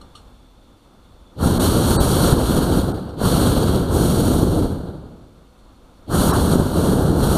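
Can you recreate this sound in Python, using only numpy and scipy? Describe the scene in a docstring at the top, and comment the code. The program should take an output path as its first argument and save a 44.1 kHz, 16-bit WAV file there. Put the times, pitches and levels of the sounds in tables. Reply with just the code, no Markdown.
"""Hot-air balloon burner

A propane burner fires four blasts over quiet grassland, the middle two almost joined. Gas hisses from
the nozzles, the swirling flame roars above them and pockets of gas go off with dull thumps. After each
blast the gas line empties and the roar dies last. In between: light wind, the pilot flame, a few clinks."""
import sys
import numpy as np
from scipy import signal
from scipy.fft import rfft, irfft
from scipy.io import wavfile
from scipy.ndimage import uniform_filter1d

SR = 44100
rng = np.random.default_rng(int(sys.argv[2]) if len(sys.argv) > 2 else 0)


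def put_to_file(sound):
    """Save the sound as 16-bit audio at rate SR, in the file named by the first command-line argument."""
    columns = np.atleast_2d(sound).T  # one column per channel
    safe = np.clip(columns, -1, 1)
    whole_steps = np.round(safe * 32767)
    wavfile.write(sys.argv[1], SR, whole_steps.astype(np.int16))


N = 325369
T = np.arange(N) / SR

# How strong each noise is from low to high pitch: pitch_hz, relative_db
WIND_SPECTRUM = [(8.8, -43), (15, 3), (27, -0.5), (48, 8.5), (70, -1.5), (103, -5.5), (130, -21),
                 (170, -50), (290, -120)]
PILOT_SPECTRUM = [(59, -21), (100, -4), (124, -7.5), (228, -4), (344, -9), (415, -13.5), (500, -9.5),
                  (661, -14.5), (1320, -17), (1790, -30), (2400, -41), (3120, -60), (5280, -120)]
PILOT_HISS_SPECTRUM = [(1290, -26), (2200, -5.5), (2470, -9), (2650, -6), (3100, -5.5), (3620, -0.5),
                       (3960, -7.5), (4300, -1), (5020, -13), (5860, -10.5), (6360, -12.5), (9260, -12),
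                       (14500, -20.5), (15500, -23)]
CLINK_SPECTRUM = [(590, -54), (1000, -28), (1180, 2), (1330, 3), (1660, -28), (1820, -27), (2310, -37),
                  (2850, -7), (3890, -11), (4300, -1), (4960, -33), (5540, -16), (6050, -22), (8800, -15.5),
                  (14000, -37)]
HISS_SPECTRUM = [(1120, -40), (1900, -15), (2010, -16), (2250, -12), (2450, -17), (2800, -7.5),
                 (3240, -1.5), (3730, -3), (4230, 1), (4510, -1), (5010, -15), (5200, -22), (6760, -38),
                 (11400, -120)]
SIZZLE_SPECTRUM = [(3030, -39), (5150, -12), (5590, -4), (6350, -6.5), (6920, -2.5), (7520, -11),
                   (8010, -1), (8270, -0.5), (9480, 1), (10400, -3.5), (11900, -2), (12900, -9.5),
                   (14500, -8.5), (15300, -18)]
RUSH_SPECTRUM = [(500, -11), (850, -2.5), (1370, -2), (1590, -8.5), (1900, -24.5), (2470, -51),
                 (4180, -120)]
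ROAR_SPECTRUM = [(11, -39), (18, -13.5), (75, 1.5), (135, -2.5), (178, 0), (217, -5), (251, -3),
                 (366, -6.5), (410, -9), (468, -9), (900, -22), (1170, -36), (1980, -120)]

# The breeze rising and falling: time_s, change_db
BREEZE_STRENGTH = [(0, 2), (.26, 4.5), (.5, -2), (1.1, 0), (1.3, -0.5), (5.5, -1), (6.0, 1.5)]
# Light knocks on the burner frame: start_s, relative_db, fade_s (time to drop 60 dB)
KNOCKS = [(0.01, -45.5, 0.088), (0.149, -42, 0.15), (.172, -57, .14), (3.088, -45, 0.082)]
# The tones of a struck fitting: pitch_hz, relative_db, fade_s
FITTING_TONES = [(1190, -1, .25), (2900, -10, .19), (4250, -2, .12), (5566, -13, .13)]
# The blasts: valve_opens_s, valve_shuts_s, rush_change_db, hiss_change_db
VALVE_BLASTS = [(1.342, 2.788, 0, .5), (3.145, 3.77, 0, 2), (3.841, 4.587, -3, -1), (6.05, 7.4, 0.5, -0.5)]
# Strength of the gas jet, one list for each blast: time_s, change_db
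JET_STRENGTH = [
    [(1.45, -1), (1.58, -0.5), (1.62, 6.5), (1.78, 1), (1.9, 4.5), (2.322, 4), (2.345, -3.5), (2.58, 1.5),
     (2.6, -4), (2.8, -3), (2.92, -5.5)],
    [(3.25, 3), (3.5, 0), (3.75, -5)],
    [(3.93, -1), (4.05, 1.5), (4.42, -2.5), (4.445, -7), (4.58, -7.5)],
    [(6.13, 2), (6.2, 4.5), (6.35, 3), (6.39, -1.5), (6.55, 0.5), (6.57, -4.5), (6.65, -7), (6.86, -1.5),
     (7.15, -9.5), (7.24, -0.5), (7.36, 1)],
]
# How each part answers the valve: level_db, share_of_jet_change, rise_s, steepness, fade_db_per_s
ROAR_RESPONSE = (-15.5, 0.05, 0.1265, 1.14, 45.5)
RUSH_RESPONSE = (-30.5, 0.46, 0.0752, 4.8, 43)
HISS_RESPONSE = (-35, 0.76, 0.1544, 1.1, 53)
SIZZLE_RESPONSE = (-33, 1, 0.12, 2, 74)
# The level of the hiss dips briefly: middle_s, half_length_s, drop_db
HISS_DIPS = [(1.589, 0.0076, 15.5), (1.984, 0.016, 31), (2.933, 0.0084, 13), (6.3255, 0.0091, 13)]
# Thin tones heard during those dips: middle_s, half_length_s, pitch_hz, level_db
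THIN_TONES = [(1.984, .022, 4450, -36), (1.993, .015, 3925, -37), (1.975, .012, 8940, -39),
              (1.986, .019, 8350, -37), (2.933, .014, 8635, -56), (6.325, .014, 3930, -39),
              (6.322, .017, 5566, -44)]
# The largest gas pockets going off: middle_s, relative_pressure, half_width_ms
GAS_POCKETS = [(1.4616, -0.93, 1.9), (1.7238, -0.67, 1.1), (1.7837, 0.57, 1.6), (2.0124, 0.41, 2.8),
               (2.3287, -0.72, 2.8), (2.5847, -0.63, 2.1), (2.7248, 0.29, 0.63), (3.216, 0.54, .68),
               (4.4314, 0.95, 1.2), (6.5362, -0.55, 0.64), (6.5578, -1.2, 1.0), (6.5993, 0.98, 1.3),
               (6.9336, -0.49, 1.5), (7.1062, 0.85, 1.56)]
# The flame flares and rushes louder: middle_s, half_length_s, boost_db
FLAME_FLARES = [(2.315, 0.021, 4), (3.255, 0.014, 3.5), (6.338, 0.039, 7)]
# The hollow ring of a flare: pitch_hz, width_hz, relative_db
FLARE_TONES = [(750, 77, 2), (1060, 50, -1), (1350, 40, -9)]
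# The roar sags for a moment: middle_s, half_length_s, drop_db
ROAR_SAGS = [(2.47, 0.038, 2.5), (2.645, 0.03, 4.5), (6.69, 0.058, 4)]
# Narrow bands of the whole sound made louder or softer: pitch_hz, width_hz, change_db
COLOUR_BANDS = [(1390, 84, 1), (4050, 200, 0.5), (5580, 150, 2), (7060, 160, 2.5), (7600, 200, -6.5),
                (8380, 100, 2.5), (11800, 250, 2)]


def from_db(db):
    """Turn decibels into a number to multiply a sound by."""
    return 10 ** (np.asarray(db) / 20)


def unit_power(x):
    """Scale a sound to an average power of 1."""
    return x / np.sqrt(np.mean(x ** 2) + 1e-20)


def curve(points):
    """Join (time, value) points with straight lines."""
    return np.interp(T, *np.transpose(points))


def drift(rate_hz):
    """A smooth random wobble, about 1 in size, that changes at up to about rate_hz."""
    hz = np.arange(N // 2 + 1) * SR / N
    return unit_power(irfft(rfft(rng.standard_normal(N)) / (1 + (hz / rate_hz) ** 2), N))


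def swell(middle_s, half_s):
    """A flat-topped bump of height 1."""
    return np.exp(-np.minimum(((T - middle_s) / half_s) ** 4, 50))


def bumps_db(rows):
    """Add up short swells in level."""
    return sum(db * swell(middle_s, half_s) for middle_s, half_s, db in rows)


def shaped_noise(spectrum):
    """Noise with the given spectrum, falling 80 dB per octave beyond its ends."""
    octave = np.log2(np.maximum(np.arange(N // 2 + 1) * SR / N, 1))
    hz, db = np.transpose(sorted(spectrum))
    outside = np.abs(octave - np.clip(octave, np.log2(hz[0]), np.log2(hz[-1])))
    gain = from_db(np.interp(octave, np.log2(hz), db) - 80 * outside)
    return unit_power(irfft(rfft(rng.standard_normal(N)) * gain, N))


def narrow_band(x, hz, width_hz):
    """Keep only the part of a sound near one pitch."""
    return signal.lfilter(*signal.iirpeak(hz, hz / width_hz, fs=SR), x)


def breathy_tone(hz, width_hz):
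    """Noise narrowed until it has a pitch."""
    return unit_power(narrow_band(rng.standard_normal(N), hz, width_hz))


def wind(breeze_db):
    """Light wind rumbles, rising and falling with the breeze."""
    return from_db(-50 + breeze_db + drift(9)) * shaped_noise(WIND_SPECTRUM)


def pilot_flame(breeze_db):
    """Fanned by the breeze, the small flame murmurs and hisses. It whistles until the first blast."""
    murmur = from_db(-52.5 + 0.79 * breeze_db + 1.1 * drift(9)) * shaped_noise(PILOT_SPECTRUM)
    hiss = from_db(-63.8 + 0.4 * breeze_db + 0.44 * drift(20)) * shaped_noise(PILOT_HISS_SPECTRUM)
    whistle = breathy_tone(hz=3490, width_hz=3490 / 55) * from_db(-69.5 + 2 * drift(8))
    return murmur + hiss + whistle * (T < VALVE_BLASTS[0][0])


def clinks(rise_s):
    """Fittings rub and knock on the frame in short, bright bursts."""
    gain = np.zeros(N)
    for start_s, db, fade_s in KNOCKS:
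        age_s = np.maximum(T - start_s, 0)
        gain += from_db(db + 2.5 - 60 * age_s / fade_s) * np.minimum(age_s / rise_s, 1)
    return gain * shaped_noise(CLINK_SPECTRUM)


def fitting_ring():
    """Every knock sets the same few tones ringing in a fitting."""
    knocks = np.zeros(N)
    for start_s, db, _ in KNOCKS:
        knocks[int((start_s + 0.004) * SR)] = from_db(db - 6)
    ring = np.zeros(N)
    for hz, db, fade_s in FITTING_TONES:
        decay = from_db(-60 / (fade_s * SR))
        angle = 2 * np.pi * hz / SR
        feedback = [1, -2 * decay * np.cos(angle), decay * decay]
        ring += from_db(db) * signal.lfilter([0, np.sin(angle)], feedback, knocks + 1e-18)
    return ring


def valve_gain(response, changes_db=(0, 0, 0, 0)):
    """One part of the burner grows as the valve opens, follows the jet and fades once it shuts."""
    level_db, jet_share, rise_s, steepness, fade_db_per_s = response
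    gain = np.zeros(N)
    for (opens_s, shuts_s, *_), jet, change_db in zip(VALVE_BLASTS, JET_STRENGTH, changes_db):
        rise = np.sin(np.pi / 2 * np.clip((T - opens_s) / rise_s, 0, 1)) ** (2 * steepness)
        held_db = level_db + jet_share * curve(jet) + change_db
        fade_db = fade_db_per_s * np.maximum(T - shuts_s, 0)
        gain = np.hypot(gain, rise * from_db(held_db - fade_db))  # overlapping blasts add in power
    return gain


def dips_and_tones(hiss):
    """The level of the hiss dips briefly and thin tones are heard."""
    tones = sum(from_db(db) * swell(middle_s, half_s) * np.sqrt(2) * np.sin(2 * np.pi * hz * T)
                for middle_s, half_s, hz, db in THIN_TONES)
    return hiss * from_db(-bumps_db(HISS_DIPS)) + tones


def gas_jet(hiss_gain, sizzle_gain, flutter_db):
    """Propane leaves the nozzles in a sputtering hiss."""
    sputter_db = 0.96 * flutter_db + 0.23 * drift(150)
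    hiss = hiss_gain * from_db(-0.4 + 0.5 * drift(23)) * shaped_noise(HISS_SPECTRUM)
    sizzle = sizzle_gain * from_db(-0.37) * shaped_noise(SIZZLE_SPECTRUM)
    return (hiss + sizzle) * from_db(sputter_db)


def thumps():
    """Each gas pocket goes off as one pulse of pressure with a shallow rebound on either side."""
    pulses = np.zeros(N)
    for middle_s, pressure, half_ms in GAS_POCKETS:
        offset_squared = np.minimum(((T - middle_s) * 1000 / half_ms) ** 2, 60)
        pulses += pressure * (1 - offset_squared) * np.exp(-0.68 * offset_squared)
    return from_db(-1) * pulses


def flare_ring(extra_rush_gain):
    """The extra rush of a flare makes the flame ring hollowly."""
    ring = sum(from_db(db) * breathy_tone(hz, width_hz) for hz, width_hz, db in FLARE_TONES)
    return from_db(-4.5) * extra_rush_gain * unit_power(ring)


def crackle(spectrum, pops_per_s, spread_db):
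    """Small swirls of gas catch fire at random, making pops of uneven size."""
    sizes = from_db(spread_db * np.minimum(rng.exponential(1, N), 4)) * rng.choice([-1, 1], N)
    pops = sizes * (rng.random(N) < pops_per_s / SR)
    hz, db = np.transpose(sorted(spectrum))
    gain = np.interp(np.arange(N // 2 + 1) * SR / N, hz, from_db(db), left=0, right=0)
    return unit_power(irfft(rfft(pops) * gain, N))


def steady(x, span_s):
    """Even out slow swells: a steady flow of gas burns with steady power."""
    return x / np.sqrt(uniform_filter1d(x ** 2, int(span_s * SR)) + 1e-9)


def flame(roar_gain, rush_gain, flutter_db):
    """Large swirls of burning gas roar, small ones rush and crackle. Both flutter with the jet."""
    roar = steady(shaped_noise(ROAR_SPECTRUM), span_s=0.078)
    roar *= from_db(flutter_db + 0.24 * drift(40) - 0.16)
    # A dying flame loses its largest swirls first, and with them the deepest rumble.
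    rumble = signal.sosfiltfilt(signal.butter(1, 90, fs=SR, output="sos"), roar)
    dying = np.clip(1 - roar_gain / from_db(-45), 0, 1)
    rush = shaped_noise(RUSH_SPECTRUM)
    rush += from_db(-11.5) * crackle(RUSH_SPECTRUM, pops_per_s=1400, spread_db=1.5)
    rush = steady(rush, span_s=0.043) * from_db(flutter_db + 0.5 * drift(60) + 0.1)
    return roar_gain * (roar - 0.5 * dying * rumble) + rush_gain * rush


def scene():
    """The valve feeds jet and flame, which share one flutter, over the quiet background."""
    _, _, rush_changes_db, hiss_changes_db = zip(*VALVE_BLASTS)
    roar_gain = valve_gain(ROAR_RESPONSE) * from_db(-bumps_db(ROAR_SAGS))
    rush_gain = valve_gain(RUSH_RESPONSE, rush_changes_db)
    flared_gain = rush_gain * from_db(bumps_db(FLAME_FLARES))
    hiss_gain = valve_gain(HISS_RESPONSE, hiss_changes_db)
    flutter_db = drift(rate_hz=21.6)
    burner = flame(roar_gain, flared_gain, flutter_db) + thumps()
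    hiss = dips_and_tones(gas_jet(hiss_gain, valve_gain(SIZZLE_RESPONSE), flutter_db))
    breeze_db = curve(BREEZE_STRENGTH)
    background = clinks(rise_s=0.007) + fitting_ring() + wind(breeze_db) + pilot_flame(breeze_db)
    return (background + hiss + burner + flare_ring(flared_gain - rush_gain))[None]


def record(dry):
    """Colour the sound, round off its loudest peaks and cut the highest treble."""
    peak_limit, cutoff_hz = 0.98, 15300
    heard = dry
    for hz, width_hz, db in COLOUR_BANDS:
        heard = heard + (from_db(db) - 1) * narrow_band(heard, hz, width_hz)
    rounded = heard / (1 + (heard / peak_limit) ** 8) ** (1 / 8)
    return signal.sosfilt(signal.ellip(12, 0.1, 80, cutoff_hz, fs=SR, output="sos"), rounded)


dry = scene()
out = record(dry)
put_to_file(out)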